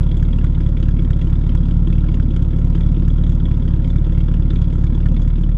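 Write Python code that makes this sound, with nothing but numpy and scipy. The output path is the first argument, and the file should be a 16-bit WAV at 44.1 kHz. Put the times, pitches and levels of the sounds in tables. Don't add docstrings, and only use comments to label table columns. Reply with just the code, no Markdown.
import sys
import numpy as np
from scipy import signal
from scipy.fft import rfft, irfft
from scipy.io import wavfile

SR = 44100
rng = np.random.default_rng(int(sys.argv[2]) if len(sys.argv) > 2 else 0)


def store_pcm(level_fs):
    pcm = np.round(np.clip(level_fs, -1, 1) * 32767).astype(np.int16)
    wavfile.write(sys.argv[1], SR, np.atleast_2d(pcm).T)


N = 245637

# time_s, speed_rpm
IDLE_SPEED = [(0.0, 543.8), (0.31, 558.3), (0.59, 538.2), (0.85, 546.5), (1.19, 536.1), (1.98, 560.6),
              (2.38, 533.2), (2.86, 553.9), (3.17, 559.6), (3.51, 540.1), (3.57, 540.0), (3.81, 535.8),
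              (4.13, 553.0), (4.82, 535.3), (5.06, 554.6), (5.57, 559.6)]
# pitch_hz, relative_level_db
RUSH_COLOUR = [(250, -23), (350, -9.5), (520, -8), (640, -14), (705, -17.5), (780, -20), (958, -15),
               (1150, -23.5), (1375, -17.5), (1520, -27.5), (2700, -35.5), (3380, -34.5), (3900, -39),
               (6500, -48), (9500, -56), (12000, -88)]
# start_s, strength_db
LOUD_TICKS = [(0.2274, -33), (0.446, -41), (0.582, -44), (1.1087, -42), (1.5516, -32), (2.364, -32),
              (2.4252, -36), (2.5635, -38), (2.701, -33), (2.8624, -36), (2.9183, -38), (3.0806, -42),
              (3.3514, -35), (3.7384, -47), (3.962, -42), (4.181, -39), (4.6193, -43), (4.8409, -37),
              (5.2784, -40), (5.494, -39)]
# start_s, strength_db, hollow_pitch_hz
LOUD_CLACKS = [(0.1133, -32.5, 2200), (0.2262, -34, 1610), (0.3305, -32, 1430), (0.3848, -29.5, 1340),
               (0.4429, -27, 1340), (0.5493, -36, 2100), (0.604, -42, 1350), (0.7711, -35, 2200),
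               (0.827, -26.5, 1330), (0.885, -29.5, 1590), (0.9918, -33, 1380), (1.047, -34, 1750),
               (1.1038, -27.5, 1390), (1.1293, -32, 1440), (1.2136, -31, 2090), (1.27, -33, 1590),
               (1.3288, -36, 1400), (1.4914, -30, 1520), (1.5473, -27, 1400), (1.7085, -35, 1570),
               (1.872, -38, 1640), (1.9252, -31.5, 2180), (2.0872, -37, 2200), (2.142, -31.5, 2220),
               (2.1979, -26.5, 1420), (2.363, -29.5, 1350), (2.7508, -37, 1380), (2.8065, -35.5, 1950),
               (3.0774, -38, 1390), (3.185, -48, 1410), (3.2365, -32.5, 1330), (3.3998, -34, 1430),
               (3.4555, -33, 1350), (3.512, -32.5, 1560), (3.5409, -37, 1350), (3.6763, -35, 1350),
               (3.8442, -42, 2220), (3.9002, -30.5, 1460), (3.9564, -39, 1520), (4.2058, -32, 1390),
               (4.2842, -37, 1460), (4.339, -29, 1390), (4.5039, -24, 1650), (4.5585, -32, 2270),
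               (4.6186, -29, 1360), (4.8385, -40, 1700), (4.8673, -34, 2230), (5.003, -36.5, 1550),
               (5.0578, -26, 1700), (5.1654, -31, 2230), (5.2757, -31, 1640), (5.3802, -40, 1430),
               (5.434, -32, 1540), (5.4902, -36, 1900)]
# puff_at_1400_hz_db, puff_at_3300_hz_db, puff_at_6500_hz_db, tick_db, puff_before_crest_ms
CYLINDER_PUFFS = [(5, -2, 1, -37, 7.1), (-6.5, -0.5, -4.5, -77, 8.3), (0.5, -7.5, -6.5, -41.5, 2.3),
                  (-3.5, -2, -7, -76.5, 5.4), (1, 1.5, -2.5, -61.5, 9.7), (3.5, -6, 0, -52, 7.7),
                  (-0.5, 1, 1, -65.5, 8.9), (0.5, -3.5, -6, -63.5, 8.3)]
# pitch_hz, width_hz, level_db
WALL_RINGS = [(973, 190, -56), (1372, 130, -58.5), (1650, 140, -61), (1910, 80, -66), (2194, 150, -61),
              (2720, 370, -61.5), (3150, 95, -65), (3340, 170, -58), (3540, 250, -62.5), (4850, 230, -71.5),
              (5280, 320, -77), (5560, 240, -78.5), (6510, 650, -71), (7440, 300, -79.5),
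              (8760, 3000, -80.5)]
# pitch_hz, width_hz, level_db
GAS_RINGS = [(37, 8, -40), (73, 14, -39), (110, 16, -41), (135, 10, -42), (170, 11, -35), (402, 18, -57),
             (525, 30, -55), (704, 14, -62), (226, 22, -45), (260, 16, -43), (312, 12, -44), (345, 20, -49)]
# pitch_hz, ring_ms, loudest_after_crest_ms
CHAMBER_RINGS = [(229.8, 6.6, -0.5), (250.9, 3.9, 12.1), (312.7, 6.5, -2.1), (400.6, 3.8, -2.1),
                 (530.5, 5.6, 0.4)]
# chamber_1_db, ..., chamber_5_db
CHAMBER_KNOCKS = [(-33, -42, -31.5, -45, -50), (-35.5, -24, -30, -40, -44), (-32, -42.5, -33, -50, -43),
                  (-22.5, -45, -45.0, -44.5, -50.5), (-41, -26.5, -25.5, -35.5, -44),
                  (-26.5, -29.5, -36, -36, -53), (-24.5, -31.5, -27, -35, -40.5),
                  (-45.5, -22.5, -47.5, -44, -49)]
# pitch_hz, width_hz, share_removed
SILENCER_DIPS = [(195.3, 10, 0.27), (287.2, 5.7, 0.68), (377.4, 48, 0.46)]
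# waves_per_cycle, level_db (8 is the firing tone; uneven cylinders add the rest)
THROB_TONES = [(4, -44), (5, -44), (7, -49.5), (8, -15.5), (9, -41), (10, -43.5), (11, -48.5), (12, -38.5),
               (13, -36.5), (14, -45.5), (15, -39), (16, -20), (17, -43), (18, -46), (19, -40), (21, -32.5),
               (22, -46.5), (23, -38.5), (24, -25), (25, -41.5), (26, -43), (27, -38.5), (29, -27.5),
               (31, -38.5), (32, -31.5), (33, -34.5), (34, -51), (35, -33.5), (36, -41), (37, -26),
               (39, -54), (40, -37.5)]


def from_db(db):
    return 10 ** (np.asarray(db) / 20)


def unit_level(x):
    return x / np.sqrt(np.mean(x ** 2) + 1e-20)


def resonate(x, hz, width_hz):
    r = np.exp(-np.pi * width_hz / SR)
    feedback = [1, -2 * r * np.cos(2 * np.pi * hz / SR), r * r]
    return signal.lfilter([(1 - r * r) / 2, 0, (r * r - 1) / 2], feedback, x)


def spikes(times_s, sizes):
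    out, at = np.full(N, 1e-18), np.round(np.asarray(times_s) * SR).astype(int)
    inside = (at >= 0) & (at < N)
    np.add.at(out, at[inside], np.asarray(sizes)[inside])
    return out


def swell(marks, rise_s, fall_s):
    up, down = np.exp(-1 / (rise_s * SR)), np.exp(-1 / (fall_s * SR))
    return signal.lfilter([1 - up], np.convolve([1, -up], [1, -down]), marks)


def end_dip(start_s=5.05, db_per_s=-7):
    return from_db(db_per_s * np.maximum(np.arange(N) / SR - start_s, 0))


def rpm(t):
    return np.interp(t, *np.transpose(IDLE_SPEED))


def firing_times(first_crest_s=.0107):
    t = np.arange(-SR // 2, N + SR // 2) / SR
    cycles = np.cumsum(rpm(t) / 120) / SR
    cycles += 1 - np.interp(first_crest_s, t, cycles)
    return np.interp(np.arange(8 * int(cycles[-1]) + 1) / 8, cycles, t)


def per_firing(table, firings):
    return np.array(table)[np.arange(len(firings)) % 8]


def fan_rush(level_db=-45):
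    hz = np.arange(1, N // 2 + 2) * SR / N
    corner_hz, corner_db = np.transpose(RUSH_COLOUR)
    colour = from_db(np.interp(np.log(hz), np.log(corner_hz), corner_db))
    return from_db(level_db) * unit_level(irfft(rfft(rng.standard_normal(N)) * colour, N))


def tailpipe_ticks(firings, sputter_rate=270):
    tick_db = per_firing(CYLINDER_PUFFS, firings)[:, 3]
    marks = spikes(firings, from_db(tick_db + 2.5 * rng.standard_normal(len(firings))))
    start_s, strength_db = np.transpose(LOUD_TICKS)
    marks += spikes(start_s, from_db(strength_db))
    flow = swell(spikes(firings - .008, np.ones(len(firings))), .003, .0067)
    droplet_db = -55 + 4 * np.minimum(rng.exponential(1, N), 3)
    marks += (rng.random(N) < flow * sputter_rate / SR) * from_db(droplet_db)
    snap = swell(marks, .00069, .0006) * rng.standard_normal(N)
    return signal.sosfilt(signal.butter(3, [1600, 7500], "band", fs=SR, output="sos"), snap)


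def metal_clacks(firings, bright_hz=3232, spread_hz=290, spit_db=-15, length=2000):
    out, t = np.zeros(N + length), np.arange(length) / SR
    spit_band = signal.butter(2, [1300, 3800], "band", fs=SR, output="sos")
    for start_s, strength_db, hollow_hz in LOUD_CLACKS:
        noise = rng.standard_normal((2, length))
        pushes = noise * (1 - np.exp(-t / .00059)) * np.exp(-t / .004)
        clack = from_db(spit_db) * signal.sosfilt(spit_band, pushes[0])
        pitches_hz = (hollow_hz, bright_hz + spread_hz * noise[1, 0])
        strongest = np.searchsorted(firings, start_s) % 8 == 0
        levels_db = (-5.2, -24.5) if strongest else (-9, -7.5)
        for push, hz, level_db, width_hz in zip(pushes, pitches_hz, levels_db, (260, 170)):
            rattle = resonate(resonate(push, hz, width_hz), hz, 6.3 * width_hz)
            clack += from_db(level_db) * rattle / np.abs(rattle).max()
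        at = round(start_s * SR)
        out[at:at + length] += from_db(strength_db) * clack
    return out[:N]


def valve_puffs(firings, colour_spread_db=5.5, clack_boost_db=1.5):
    count, cylinders = len(firings), per_firing(CYLINDER_PUFFS, firings)
    start_s = firings - cylinders[:, 4] / 1000 + .00052 * rng.standard_normal(count)
    has_clack = np.abs(start_s[:, None] - np.array(LOUD_CLACKS)[:, 0]).min(axis=1) < .008
    strength_db = 1.2 * rng.standard_normal(count)
    out = np.zeros(N)
    for hz, width_hz, level_db in WALL_RINGS:
        cylinder_db = [np.interp(np.log(hz), np.log([1400, 3300, 6500]), row[:3]) for row in cylinders]
        colour_db = colour_spread_db * np.clip(rng.standard_normal(count), -3, 1.3)
        is_metal = hz < 4000
        puff_db = cylinder_db + strength_db + colour_db + clack_boost_db * has_clack * is_metal
        marks = spikes(start_s, from_db(puff_db))
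        burst = swell(marks, .0016, .0039) if is_metal else swell(marks, .0056, .0053)
        burst += .13 * swell(marks, .0088, .026)
        ring = resonate(resonate(burst * rng.standard_normal(N), hz, width_hz), hz, 4.7 * width_hz)
        out += from_db(level_db) * unit_level(ring)
    return out


def gas_hum(firings):
    out = np.zeros(N)
    for hz, width_hz, level_db in GAS_RINGS:
        marks = spikes(firings - .003, rng.standard_normal(len(firings)))
        pushes = unit_level(resonate(marks, hz, width_hz))
        swirls = unit_level(resonate(rng.standard_normal(N), hz, width_hz))
        out += from_db(level_db) * resonate(pushes + .74 * swirls, hz, 2.6 * width_hz)
    return out


def chamber_knocks(firings, spread_db=3):
    out, knocks_db = np.zeros(N), per_firing(CHAMBER_KNOCKS, firings)
    for (hz, ring_ms, after_ms), peak_db in zip(CHAMBER_RINGS, knocks_db.T):
        ring_s = ring_ms / 1000
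        t = np.arange(round(8 * ring_s * SR)) / SR
        knock = t / ring_s * np.exp(1 - t / ring_s) * np.cos(2 * np.pi * hz * (t - ring_s))
        sizes = from_db(peak_db + spread_db * rng.standard_normal(len(firings)))
        out += signal.fftconvolve(spikes(firings + after_ms / 1000 - ring_s, sizes), knock)[:N]
    return out


def silencer(x):
    for hz, width_hz, share in SILENCER_DIPS:
        x = x - share * resonate(x, hz, width_hz)
    return x


def exhaust_throb(firings, mean_rpm=548, db_per_rpm=.0953, cycle_hz=4.55, pipe_hz=178, sharpness=5):
    t = np.arange(N) / SR
    cycle_angle = 2 * np.pi * np.interp(t, firings, np.arange(len(firings)) / 8)
    firing_tone, other_tones = np.zeros(N), np.zeros(N)
    for waves, level_db in THROB_TONES:
        if waves == 8:
            firing_tone = from_db(level_db) * np.cos(waves * cycle_angle + 1)
            continue
        family, shift_rad = waves % 8, 0
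        if family == 2 or (family == 4 and waves > 16):
            shift_rad = -2
        elif family in (1, 5):
            ratio = waves * cycle_hz / pipe_hz
            shift_rad = -np.arctan2(ratio / sharpness, 1 - ratio ** 2)
        elif family in (0, 3) and waves > 16:
            shift_rad = .65
        other_tones += from_db(level_db) * np.cos(waves * cycle_angle + shift_rad)
    speed_gain = from_db(db_per_rpm * (rpm(t) - mean_rpm))
    return np.sqrt(2) * (speed_gain * firing_tone + end_dip() * other_tones)


def scene():
    firings = firing_times()
    hollow = silencer(chamber_knocks(firings) + gas_hum(firings))
    clatter = valve_puffs(firings) + tailpipe_ticks(firings) + metal_clacks(firings)
    return (exhaust_throb(firings) + end_dip() * (hollow + clatter + fan_rush()))[None]


def record(dry, cutoff_hz=14700):
    return signal.sosfilt(signal.cheby2(12, 70, cutoff_hz, fs=SR, output="sos"), dry)


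dry = scene()
out = record(dry)
store_pcm(out)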